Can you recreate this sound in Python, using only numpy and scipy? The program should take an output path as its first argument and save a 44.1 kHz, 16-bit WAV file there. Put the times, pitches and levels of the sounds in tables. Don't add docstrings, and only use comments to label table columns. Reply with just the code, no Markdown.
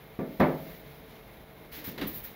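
import sys
import numpy as np
from scipy import signal
from scipy.fft import rfft, irfft
from scipy.io import wavfile

SR = 44100
rng = np.random.default_rng(int(sys.argv[2]) if len(sys.argv) > 2 else 0)


def put_to_file(sound):
    columns = np.atleast_2d(sound).T
    safe = np.clip(columns, -1, 1)
    whole_steps = np.round(safe * 32767)
    wavfile.write(sys.argv[1], SR, whole_steps.astype(np.int16))


N = 103635

# (frequency [Hz], relative level [dB])
TICK_SPECTRUM = [(2000, 9), (4000, 7), (7000, -13.5), (10500, -12.5), (14000, 4), (16000, -4)]
TICK_T60_S = 0.078


def knocks(t):
    # (time [s], ring gain [dB], low-pass [Hz], high-pass [Hz], thud gain [dB], tick gain [dB])
    contacts = [(0.1899, -12, 583, 125, -21, -80), (0.3973, -14.5, 1540, 119, -20, -35.5),
                (.4025, -6, 5600, 54.7, -11.5, -38.5), (.4138, -9, 1350, 42, -9.5, -70)]
    hard_share = 0.21
    ring = modes(t)
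    thud = np.sin(2 * np.pi * 252 * t) * fade(t, t60=0.044)
    out = np.zeros(N)
    for start, ring_db, dull_hz, thin_hz, thud_db, tick_db in contacts:
        body = ring + clatter(t)
        body = signal.lfilter(*signal.butter(4, dull_hz, fs=SR), body) + hard_share * body
        body = signal.lfilter(*signal.butter(2, thin_hz, "high", fs=SR), body)
        tick = burst(t, TICK_SPECTRUM, TICK_T60_S)
        add(out, start, undb(ring_db) * body + undb(thud_db) * thud + undb(tick_db) * tick)
    return out


def modes(t):
    frequencies = [146, 162, 204, 258, 352, 404, 470, 550, 594, 644, 729, 870, 932, 1168, 1740, 1852]
    levels = [-29.5, -29, -28, -18.5, -26.5, -27.5, -20.5, -27.5, -33.5, -21.5, -22, -28, -21.5, -22, -26,
              -48]
    decays = [0.85, 0.81, 0.7, 0.41, 0.4, 0.24, 0.36, 0.67, 0.45, 0.93, 0.42, 0.43, 0.085, 0.28, 0.31, .22]
    return sum((-1) ** k * undb(db) * np.sin(2 * np.pi * hz * t) * fade(t, t60)
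               for k, (hz, db, t60) in enumerate(zip(frequencies, levels, decays)))


def clatter(t, band_count=24, gain_db=-16, rise_s=0.0014):
    # (frequency [Hz], relative level [dB])
    spectrum = [(40, -6), (110, -8.5), (300, -1.5), (750, -3), (1400, -9), (2250, -11), (2750, -23.5),
                (4000, -27), (7500, -44.5), (14000, -28)]
    # (frequency [Hz], T60 [s])
    decays = [(60, 0.35), (300, 0.55), (900, 0.39), (2000, .31), (5000, 0.28), (12000, .09)]
    hz = np.fft.rfftfreq(N, 1 / SR)
    noise_bins = rfft(colour(rng.standard_normal(N), spectrum))
    centres = np.geomspace(40, 16000, band_count)
    out = np.zeros(N)
    for centre, weights in zip(centres, np.eye(band_count)):
        triangle = read(list(zip(centres, weights)), hz)
        out += irfft(noise_bins * triangle, N) * fade(t, read(decays, centre))
    return undb(gain_db) * out * (1 - np.exp(-t / rise_s))


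def clacks(t):
    # (time [s], clatter gain [dB], tick gain [dB])
    contacts = [(1.977, -37.5, -43), (2.012, -33, -37)]
    # (frequency [Hz], relative level [dB])
    spectrum = [(150, 3), (400, 5.5), (700, -2), (1400, -4.5), (2000, -0.5), (2900, -5), (3900, -5.5),
                (5200, -18), (8000, -26), (14000, -16)]
    out = np.zeros(N)
    for start, wood_db, tick_db in contacts:
        wood = burst(t, spectrum, t60=0.3)
        tick = burst(t, TICK_SPECTRUM, TICK_T60_S)
        add(out, start, undb(wood_db) * wood + undb(tick_db) * tick)
    return out


def bumps(t, spread=0.78):
    # (time [s], frequency [Hz], swell [s], note level [dB], room gain [dB])
    contacts = [(0.654, 338, 0.011, -47, -45), (0.848, 144.8, 0.045, -50, -65),
                (1.771, 304, 0.019, -48, -48), (1.873, 109, 0.0043, -37.5, -46),
                (1.874, 282, 0.0059, -39, -38), (1.981, 342, 0.0092, -45, -41.5),
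                (2.017, 292, 0.0053, -26.5, -35), (2.058, 270, 0.0055, -34, -44),
                (2.061, 106, 0.007, -41.5, -42.5)]
    out = np.zeros(N)
    for start, hz, swell, note_db, room_db in contacts:
        note = np.sin(2 * np.pi * hz * t) * t / swell * np.exp(1 - t / swell)
        edges_hz = [hz / (1 + spread), hz * (1 + spread / 2)]
        band = signal.butter(2, edges_hz, "band", fs=SR, output="sos")
        noise = unit(signal.sosfilt(band, rng.standard_normal(N)))
        room = noise * fade(t, t60=0.45) * (1 - np.exp(-t / swell))
        add(out, start, undb(note_db) * note + undb(room_db) * room)
    return out


def rustles(t, sizzle_release_s=0.026, scrape_release_s=0.054):
    # (time [s], length [s], attack [s], sizzle level [dB], scrape level [dB])
    strokes = [(0.17, 0.58, 0.27, -52, -57), (0.585, 0.22, 0.058, -53, -63), (.82, 0.18, 0.046, -58, -64),
               (1.044, 0.12, 0.053, -76, -60), (1.711, 0.082, 0.021, -41, -46.5),
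               (1.835, 0.051, 0.011, -35, -45), (2.067, 0.0081, 0.0087, -28, -51.5),
               (2.084, .04, .01, -46, -53), (2.116, 0.066, 0.033, -34.5, -52),
               (2.224, 0.028, 0.025, -34, -49.5), (2.27, 0.048, 0.011, -50, -65)]
    # (frequency [Hz], relative level [dB])
    sizzle_spectrum = [(4000, -20), (7500, -27), (10500, -12.5), (12300, -6), (14000, 3.5), (16000, 4)]
    scrape_spectrum = [(200, -3.5), (1200, -7.5), (1900, -0.5), (2900, -4.5), (3800, -4), (5000, -9),
                       (8000, -18.5), (14000, -10)]
    sizzle_power, scrape_power = np.zeros(N), np.zeros(N)
    for start, length, attack, sizzle_db, scrape_db in strokes:
        rise = np.clip((t - start) / attack, 0, 1)
        after = np.maximum(t - start - length, 0)
        sizzle_power += (undb(sizzle_db) * rise * np.exp(-after / sizzle_release_s)) ** 2
        scrape_power += (undb(scrape_db) * rise * np.exp(-after / scrape_release_s)) ** 2
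    sizzle = np.sqrt(sizzle_power) * colour(grains(), sizzle_spectrum)
    scrape = np.sqrt(scrape_power) * colour(grains(), scrape_spectrum)
    return sizzle + scrape


def grains(slips_per_s=2500, spread_db=1.5, hiss_gain=0.67):
    slips = (rng.random(N) < slips_per_s / SR) * rng.choice([-1, 1], N)
    sizes = undb(spread_db * np.minimum(rng.exponential(size=N), 5))
    return unit(slips * sizes) + hiss_gain * rng.standard_normal(N)


def room_noise(level_db=-50, flicker_db=0.9):
    # (frequency [Hz], relative level [dB])
    spectrum = [(20, -38), (33, -3), (48, 0.5), (85, -5), (160, -2), (320, -7.5), (700, -9), (1350, -17.5),
                (2250, -15.5), (2700, -22.5), (3800, -21), (4500, -29), (8000, -40), (11000, -28.5),
                (11800, -25), (12600, -27.5), (14000, -24), (16000, -23.5)]
    return colour(rng.standard_normal(N), spectrum) * undb(level_db + flicker_db * walk(rate_hz=17))


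def appliance_hum(t, depth=0.43):
    # (frequency [Hz], level [dB])
    tones = [(146, -64), (442, -61), (641, -68), (2140, -69)]
    out = np.zeros(N)
    for hz, db in tones:
        amplitude = 1 + depth * walk(rate_hz=12)
        phase = 2 * np.pi * hz * t + depth * walk(rate_hz=12)
        out += undb(db) * unit(amplitude * np.sin(phase))
    return out


def burst(t, spectrum, t60, rise_s=0.0012):
    return colour(rng.standard_normal(N), spectrum) * fade(t, t60) * (1 - np.exp(-t / rise_s))


def fade(t, t60):
    return np.exp(-np.log(1000) * t / t60)


def walk(rate_hz):
    hz = np.fft.rfftfreq(N, 1 / SR)
    return unit(irfft(rfft(rng.standard_normal(N)) / (1 + (hz / rate_hz) ** 2), N))


def colour(x, spectrum):
    gain = undb(read(spectrum, np.fft.rfftfreq(N, 1 / SR)))
    return unit(irfft(rfft(x) * gain, N))


def read(table, hz):
    points, values = np.array(table).T
    return np.interp(np.log(hz + 1e-9), np.log(points), values)


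def undb(db):
    return 10 ** (np.asarray(db) / 20)


def unit(x):
    return x / np.sqrt(np.mean(x ** 2))


def add(out, start, x):
    i = int(start * SR)
    out[i:] += x[:N - i]


def scene():
    t = np.arange(N) / SR
    return (knocks(t) + clacks(t) + bumps(t) + rustles(t) + room_noise() + appliance_hum(t))[None]


def record(dry):
    low_cut_hz, top_hz = 28, 15720
    notch_hz, notch_width_hz = 8270, 1500
    thin = signal.sosfilt(signal.butter(4, low_cut_hz, "high", fs=SR, output="sos"), dry)
    notched = signal.lfilter(*signal.iirnotch(notch_hz, notch_hz / notch_width_hz, fs=SR), thin)
    return signal.sosfilt(signal.ellip(12, .2, 80, top_hz, fs=SR, output="sos"), notched)


dry = scene()
out = record(dry)
put_to_file(out)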